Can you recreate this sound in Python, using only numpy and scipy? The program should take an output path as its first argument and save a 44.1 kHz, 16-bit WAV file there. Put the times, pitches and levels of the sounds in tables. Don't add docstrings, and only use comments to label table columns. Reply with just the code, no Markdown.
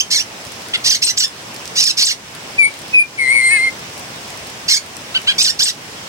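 import sys
import numpy as np
from scipy import signal
from scipy.fft import rfft, irfft, next_fast_len
from scipy.io import wavfile
from scipy.ndimage import uniform_filter1d, map_coordinates

SR = 44100
rng = np.random.default_rng(int(sys.argv[2]) if len(sys.argv) > 2 else 0)


def voltage_ratio(decibels):
    exponent = np.asarray(decibels, float) / 20
    return 10 ** exponent


def master(y):
    cut = np.clip(np.atleast_2d(y).T, -1, 1)
    pcm = np.round(cut * 32767)
    wavfile.write(sys.argv[1], SR, pcm.astype(np.int16))


N = 268128
T = np.arange(N) / SR

# (start [s], crest [s], break [s], end [s], effort [dB])
CALL_TIMES = [
    (-.1, -.06, -.006, .024, -8),
    (.101, .152, .188, .23, -11.5),
    (.838, .9, .941, .978, -11),
    (1.016, 1.05, 1.09, 1.124, -11),
    (1.168, 1.19, 1.229, 1.263, -11.5),
    (1.752, 1.855, 1.905, 1.92, -11.5),
    (1.967, 2.058, 2.102, 2.136, -12.5),
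    (4.678, 4.72, 4.756, 4.788, -10.5),
    (5.377, 5.421, 5.488, 5.517, -10.5),
    (5.587, 5.623, 5.679, 5.718, -11),
]
# (onset [Hz], crest [Hz], trough before break [Hz], kick after it [Hz], end [Hz])
CALL_PITCHES = [(1400, 2300, 2000, 3104, 3300), (1630, 2217, 1720, 2700, 3240),
                (1350, 2060, 1432, 2190, 1710), (1280, 1560, 1360, 2040, 1900),
                (1294, 1640, 1430, 1800, 1620), (1300, 2300, 1338, 1280, 1180),
                (1110, 2380, 1390, 2257, 1500), (1413, 2180, 1570, 2300, 2080),
                (2002, 2570, 1423, 1866, 1560), (1375, 3540, 1360, 2000, 1360)]
CALL_EFFORT_DB = [-11, -3, 0, -3.5, -5.5, -3, -17]
CALL_HALF_PITCH_DB = [0, 1, -7, -16, -15, -16, -6]
CLIMB_TIME_SHARE, CLIMB_PITCH_SHARE = .3, .7
SAG_TIME_SHARE, SAG_PITCH_SHARE, KICK_S = .6, .64, .015
# (top [s], top pitch [Hz], rise [s], hold [s], fall [s])
PITCH_FLICKS = [(1.031, 2680, 0.013, 0.008, 0.01), (2.03, 4500, 0.005, 0.014, 0.02),
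                (0.898, 6100, 0.029, 0.0061, 0.011), (1.047, 8270, 0.016, 0.014, 0.016),
                (1.189, 7750, 0.023, 0.0058, 0.017), (1.815, 5430, 0.008, 0.01, 0.012),
                (1.848, 5230, 0.013, 0.013, 0.013), (2.059, 8120, 0.022, 0.003, 0.013),
                (5.431, 8270, 0.02, 0.0058, 0.021), (5.642, 8130, 0.021, 0.0074, 0.011)]
# (from [s], to [s], share [0-1])
RASP_SPANS = [(0.102, 0.159, 0.24), (0.837, 0.895, 0.1), (1.156, 1.18, 0.7), (1.788, 1.872, 0.29),
              (1.972, 2.036, 0.37), (4.686, 4.73, 0.2), (5.606, 5.616, 0.4)]
# (frequency [Hz], gain [dB])
OPEN_BEAK = [(600, -67), (1500, -18), (2200, -9), (3000, -3.5), (3700, -4.5), (4500, 0.5), (5600, -0.4),
             (6600, -7.5), (7400, -10.5), (8500, -15), (10500, -18), (16000, -3)]
# (frequency [Hz], gain [dB])
SHUT_BEAK = [(600, -38), (1500, -8), (2200, -2), (3000, 7), (4200, -1.5), (5200, -16), (8000, -24),
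             (16000, -33)]
# (start [s], length [s], top pitch [Hz], effort [dB], half-pitch overtones [dB])
SOFT_CHIRPS = [
    (.732, .037, 1430, -14.5, 4),
    (5.142, .043, 1550, -13.5, -11),
    (5.268, .062, 1650, -10, -7),
]
# (share of length [0-1], pitch over top [ratio], effort [dB])
CHIRP_ARCH = [(0, .74, -6), (.2, .92, -1), (.48, 1, 0), (.75, .94, -3), (1, .74, -16)]
# (frequency [Hz], t60 [s])
WALL_T60 = [(1000, 0.17), (2300, 0.17), (5000, 0.13), (10000, 0.18)]

# (frequency [Hz], level [dB per Hz])
HUM_SPECTRUM = [(15, -50), (25, -22), (113, -0.5), (291, -2.5), (499, -2.5), (556, -2.5), (1090, -3),
                (1180, -5), (2660, -4.5), (4090, -9.5), (5500, -10.5), (7400, -14.5), (8700, -22.5),
                (14500, -27.5), (15800, -16)]
# (frequency [Hz], correlation [-1 to 1])
HUM_LIKENESS = [(60, 0.96), (180, 0.96), (550, 0.48), (1650, -0.18), (4970, -0.01), (15000, -0.2)]
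# (time [s], depth [dB])
HUM_DUCKS = [(-.04, 5), (.15, 2.5), (.89, 6), (1.01, 3), (1.18, 4), (1.81, 7), (2.03, 6), (2.14, 2),
             (2.57, 3), (2.95, 9), (4.69, 5), (5.4, 3.5), (5.62, 4.5)]
HUM_DB, DUCK_IN_S, DUCK_OUT_S = -35.6, .04, .22

# (time [s], peak [dB])
CLAW_TICKS = [(.4504, -24), (.5192, -18), (.6194, -29), (.6847, -19), (.774, -22), (1.279, -23),
              (2.3496, -21.5), (2.7394, -25), (2.7894, -27), (2.8165, -26), (2.88, -27), (3.7922, -27),
              (3.9768, -18), (3.9931, -18), (4.1594, -29.5), (4.2767, -24), (4.3028, -22), (4.3735, -26),
              (4.469, -18.5), (4.4994, -25), (4.8609, -25), (4.9674, -19), (5.216, -23)]
# (time [s], peak [dB])
HUSK_TICKS = [
    (.4674, -34),
    (1.5427, -32),
    (1.5624, -33),
    (1.6551, -31),
    (1.6764, -32),
]
# (frequency [Hz], width [Hz], gain [dB])
TICK_MODES = [(4440, 2700, 18), (8000, 1200, -11.5), (13600, 4000, -17)]
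CLAW_BODY_DB, BODY_PER_DB, HUSK_BODY_DB = -10, -.75, 4
TICK_PAN_DB, PAN_PER_BODY = 1.2, -.65

MOTOR_HZ, MOTOR_DB, MOTOR_SAG_HZ_PER_S = 158, -49, 5
MOTOR_FROM_S, MOTOR_TO_S = 1.45, 2.7

# (time [s], pitch [Hz], level [dB], beak opening as fourth overtone [dB])
WHISTLE_BREATHS = [
    [(2.575, 2440, -27, -23), (2.592, 2385, -7.5, -31), (2.65, 2210, -10, -12), (2.672, 2290, -12, -23),
     (2.69, 2260, -27, -20)],
    [(2.925, 2520, -32, -20), (2.945, 2530, -8, -32), (2.975, 2480, -6.5, -33), (3.0, 2380, -9, -16),
     (3.024, 2430, -11, -25), (3.037, 2440, -27, -25)],
    [(3.172, 2320, -34, -20), (3.195, 2220, -13, -21), (3.27, 2060, -16, -18), (3.3, 2110, -10, -13),
     (3.335, 2260, -12, -18), (3.41, 2150, -13, -13), (3.425, 2070, -13, -19)],
    [(3.425, 2070, -13, -19), (3.45, 2120, -11, -10), (3.495, 2090, -11, -8), (3.52, 2240, -11, -10),
     (3.56, 2200, -12, -14), (3.59, 2070, -12, -15), (3.65, 2140, -12, -28), (3.685, 2100, -16, -25),
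     (3.702, 2120, -25, -23)],
]
# (multiple of half the pitch, level [dB])
WHISTLE_OVERTONES = [(1, -36), (3, -33), (4, -20.5), (5, -43), (6, -42), (7, -45), (9, -35), (10, -40),
                     (11, -48)]
# (from [s], to [s], first rate [Hz], last rate [Hz], depth [0-1])
WARBLE_SPANS = [
    (3.18, 3.298, 143, 126, .42),
    (3.305, 3.428, 122, 112, .5),
    (3.494, 3.592, 362, 420, .42),
]
BREATH_PAN_DB = [6.5, 2, 4.5, 1.5]
WARBLE_EDGE_S, SWING_HZ, SWING_HZ_PER_RATE = .016, 65, .33

# (frequency [Hz], difference [dB])
PORT_BALANCE = [(100, -0.5), (1500, -0.5), (3000, -0.5), (4300, 1), (5400, -2.5), (6800, -4), (8600, 6),
                (10500, 10), (13000, 10), (15500, -3.5)]
# (frequency [Hz], width [Hz], gain [dB])
PORT_CAVITIES = [(8540, 1610, 3), (5240, 1370, -3)]


def unit(x):
    return x / np.sqrt(np.mean(x ** 2) + 1e-20)


def along(points, hz):
    f, v = np.transpose(points)
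    return np.interp(np.log(hz + 1), np.log(f + 1), v)


def curves(rows, t):
    s, *cols = np.transpose(rows)
    return [np.interp(t, s, c) for c in cols]


def glide(s, v, t):
    step = np.diff(v) / np.diff(s)
    same = step[1:] * step[:-1]
    inner = np.where(same > 0, 2 * same / (step[1:] + step[:-1] + 1e-12), 0)
    slope = np.r_[step[0], inner, step[-1]]
    k = np.clip(np.searchsorted(s, t) - 1, 0, len(step) - 1)
    w = np.diff(s)[k]
    u = (t - s[k]) / w
    bend = (slope[k] - step[k]) * (1 - u) - (slope[k + 1] - step[k]) * u
    return v[k] + w * (step[k] * u + u * (1 - u) * bend)


def wobble(rate_hz, size):
    knots = rng.standard_normal(int(size * 4000 / SR) + 9)
    return map_coordinates(knots, [np.arange(size) * min(rate_hz, 4000) / SR])


def plateau(t, start, end, edge_s):
    return np.clip(np.minimum(t - start, end - t) / edge_s, 0, 1)


def filtered(x, response):
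    m = next_fast_len(N + SR // 2)
    return irfft(rfft(x, m) * response(np.fft.rfftfreq(m, 1 / SR)), m)[..., :N]


def resonance(f, centre_hz, width_hz, db):
    return voltage_ratio(db) * 1j * f * width_hz / (centre_hz * centre_hz - f * f + 1j * f * width_hz)


def span(rows, joined=(0, 0)):
    at = slice(max(round(rows[0][0] * SR), 0), round(rows[-1][0] * SR))
    t = T[at]
    fade = np.clip(np.minimum(t - rows[0][0] + joined[0], t[-1] - t + joined[1]) / .008, 0, 1)
    return at, t, fade


def left_late(x, samples):
    lag = np.array([[1], [0]]) * samples
    return filtered(x * np.ones((2, 1)), lambda hz: np.exp(-2j * np.pi * hz * lag / SR))


def harsh_notes():
    notes = []
    for (start, crest, snap, end, db), (onset, top, low, kick, last) in zip(CALL_TIMES, CALL_PITCHES):
        climb_s = start + CLIMB_TIME_SHARE * (crest - start)
        sag_s = crest + SAG_TIME_SHARE * (snap - crest)
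        kick_s = snap + min(KICK_S, (end - snap) / 2)
        climb_hz = onset * (top / onset) ** CLIMB_PITCH_SHARE
        sag_hz = top * (low / top) ** SAG_PITCH_SHARE
        s = [start, climb_s, crest, sag_s, snap, kick_s, end]
        hz = [onset, climb_hz, top, sag_hz, low, kick, last]
        notes.append(np.transpose([s, hz, db + np.array(CALL_EFFORT_DB), CALL_HALF_PITCH_DB]))
    return notes


def calls(notes, throat, hiss_db):
    out = np.zeros(N)
    for rows in notes:
        at, t, fade = span(rows)
        s, hz, effort_db, half_db = np.transpose(rows)
        log_pitch, half_db = glide(s, np.log(hz), t), np.interp(t, s, half_db)
        for top, top_hz, rise, hold, fall in PITCH_FLICKS:
            u = np.clip(np.minimum(1 + (t - top) / rise, 1 - (t - top - hold) / fall), 0, 1)
            log_pitch = log_pitch + (np.log(top_hz) - log_pitch) * np.sin(np.pi / 2 * u) ** 2
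            half_db = half_db - 7 * u
        rasp = 0.115 + sum(share * plateau(t, a, b, 0.01) for a, b, share in RASP_SPANS)
        pitch = np.exp(log_pitch + .04 * rasp * wobble(170, len(t)))
        k = np.arange(1, 21)[:, None] / 2
        overtone_hz = k * pitch
        gains = voltage_ratio(along(throat, overtone_hz) + np.where(k % 1, half_db, 0)) * (overtone_hz < SR / 2.2)
        gains = gains / (1 + (overtone_hz / 9500) ** 6)
        loud = np.sqrt(np.sum(gains ** 2, axis=0) / 2) ** 0.58
        flicker = voltage_ratio(2.5 * np.array([wobble(110, len(t)) for _ in k]))
        phase = 2 * np.pi * np.cumsum(pitch) / SR + 1.6 * rasp * wobble(700, len(t))
        partials = gains * flicker * np.sin(k * phase + rng.uniform(0, 2 * np.pi, k.shape))
        hiss = np.diff(uniform_filter1d(rng.standard_normal(len(t) + 1), size=2))
        voice = np.sum(partials, axis=0) / loud + voltage_ratio(hiss_db) * hiss
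        shake = (1 + 1.23 * rasp * wobble(1500, len(t))) / np.sqrt(1 + rasp ** 2)
        out[at] += voltage_ratio(glide(s, effort_db, t) - 1.5) * fade * voice * shake
    return left_late(out, 6.83)


def walls(x):
    out, hop = np.zeros((2, N + SR)), SR // 3
    for a in range(0, N, hop):
        hz, t, z = signal.stft(rng.standard_normal((2, SR // 4)), SR, nperseg=128)
        decay = voltage_ratio(-60 * t / along(WALL_T60, hz)[:, None])
        tail = signal.istft(z * decay, SR, nperseg=128)[1]
        wet = signal.fftconvolve(x[:, a:a + hop], tail / np.linalg.norm(tail[0]), axes=1)
        out[:, a + 60:a + 60 + wet.shape[1]] += wet
    return out[:, :N]


def ducking_db():
    total = np.zeros(N)
    for s, db in HUM_DUCKS:
        late = np.maximum(T - s, 0)
        total -= db * np.minimum(late / DUCK_IN_S, 1) * np.exp(-(late / DUCK_OUT_S) ** 1.5)
    return total


def yard():
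    z = signal.stft(rng.standard_normal((2, N)), nperseg=512)[2]
    patches = uniform_filter1d(rng.standard_normal(z.shape[1:]), size=8, axis=0)
    patches = uniform_filter1d(patches, size=8, axis=1)
    pair = signal.istft(z * voltage_ratio(0.98 * unit(patches)), nperseg=512)[1][:, :N]

    def mid_side(hz):
        turn = np.arccos(np.clip(along(HUM_LIKENESS, hz), -1, 1)) / 2
        return voltage_ratio(along(HUM_SPECTRUM, hz)) * [np.cos(turn), np.sin(turn)]

    mid, side = filtered(pair, mid_side)
    return voltage_ratio(HUM_DB + ducking_db() + 4.5) * unit(np.array([mid + side, mid - side]))


def ticks():
    high, low, t = np.zeros((2, N)), np.zeros((2, N)), np.arange(600) / SR
    rows = [(s, db, CLAW_BODY_DB + BODY_PER_DB * (db + 24)) for s, db in CLAW_TICKS]
    rows += [(s, db, HUSK_BODY_DB) for s, db in HUSK_TICKS]
    for s, db, body_db in rows:
        pan_db = TICK_PAN_DB + PAN_PER_BODY * body_db
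        spit = rng.standard_normal(len(t)) * (voltage_ratio(-60 * t / 0.0023) + 0.2 * voltage_ratio(-60 * t / 0.06))
        hit = voltage_ratio(db - 0.5 + np.array([[pan_db - 10], [-7.5 - pan_db]]) / 2) * spit
        start = round((s + .001) * SR)
        high[:, start:][:, :len(t)] += hit
        low[:, start:][:, :len(t)] += hit * voltage_ratio(body_db)
    body, edge, top = TICK_MODES
    return (filtered(low, lambda f: resonance(f, *body))
            + filtered(high, lambda f: resonance(f, *edge) - resonance(f, *top)))


def chirp_notes():
    return [[(s + at * length, share * top_hz, db + arch_db, half_db) for at, share, arch_db in CHIRP_ARCH]
            for s, length, top_hz, db, half_db in SOFT_CHIRPS]


def motor():
    turns = np.cumsum(MOTOR_HZ - MOTOR_SAG_HZ_PER_S * (T - 2) + 1.5 * wobble(3, N)) / SR
    near = plateau(T, MOTOR_FROM_S, MOTOR_TO_S, .25)
    return voltage_ratio(MOTOR_DB + ducking_db() / 2 + 1.5 * wobble(4, N)) * near * np.sin(2 * np.pi * turns)


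def whistles():
    rate_hz = np.interp(T, np.ravel([w[:2] for w in WARBLE_SPANS]), np.ravel([w[2:4] for w in WARBLE_SPANS]))
    depth = sum(d * plateau(T, a, b, WARBLE_EDGE_S) for a, b, _, _, d in WARBLE_SPANS)
    swing_hz = depth * (SWING_HZ + SWING_HZ_PER_RATE * rate_hz)
    beat = 2 * np.pi * np.cumsum(rate_hz) / SR + .55 * wobble(70, N)
    out, turned = np.zeros((2, N)), 0
    last = len(WHISTLE_BREATHS) - 1
    for i, (rows, pan_db) in enumerate(zip(WHISTLE_BREATHS, BREATH_PAN_DB)):
        at, t, fade = span(rows, (i == last, i == last - 1))
        hz, level_db, fourth_db = curves(rows, t)
        pan_db = pan_db + 1.6 * wobble(25, len(t))
        hz = uniform_filter1d(hz, size=400) + swing_hz[at] * np.cos(beat[at] + 1.47) + 6 * wobble(155.4, len(t))
        hz = hz - 0.25 * depth[at] * rate_hz[at]
        phase = turned + np.pi * np.cumsum(hz) / SR
        turned = phase[-1]
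        note = np.sin(2 * phase) + voltage_ratio(fourth_db - 6.5) * np.sin(8 * phase)
        thin_db = -.055 * np.maximum(hz - 2180, 0)
        for k, db in WHISTLE_OVERTONES:
            note = note + voltage_ratio(db + thin_db + 1.9 * wobble(44.3, len(t))) * np.sin(k * phase)
        size = voltage_ratio(level_db + 3.0 + 1.2 * wobble(64, len(t))) * fade * (1 + depth[at] * np.cos(beat[at]))
        sides = np.sqrt(2 / (1 + voltage_ratio(2 * np.array([-pan_db, pan_db]))))
        out[:, at] = size * note * sides
    return left_late(out, 45)


def scene():
    harsh = calls(harsh_notes(), OPEN_BEAK, hiss_db=-26)
    soft = calls(chirp_notes(), SHUT_BEAK, hiss_db=-33)
    sweet = whistles()
    echo = walls(voltage_ratio(-6.5) * harsh + voltage_ratio(-11) * soft + voltage_ratio(-12.5) * sweet)
    return harsh + soft + sweet + echo + ticks() + yard() + motor()


def low_pass(x):
    return signal.sosfilt(signal.butter(12, 15900, fs=SR, output="sos"), x)


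def record(dry):
    centre_hz, width_hz, ring_db = np.transpose(PORT_CAVITIES)[:, :, None]

    def ports(hz):
        colour = voltage_ratio(along(PORT_BALANCE, hz) * np.array([[.5], [-.5]]))
        return colour * (1 + resonance(hz, centre_hz, width_hz, ring_db)) * (hz < 15900)

    x = filtered(dry, ports)
    x = x / (1 + np.abs(x / .88) ** 9) ** (1 / 9)
    return low_pass(x)


dry = scene()
out = record(dry)
master(out)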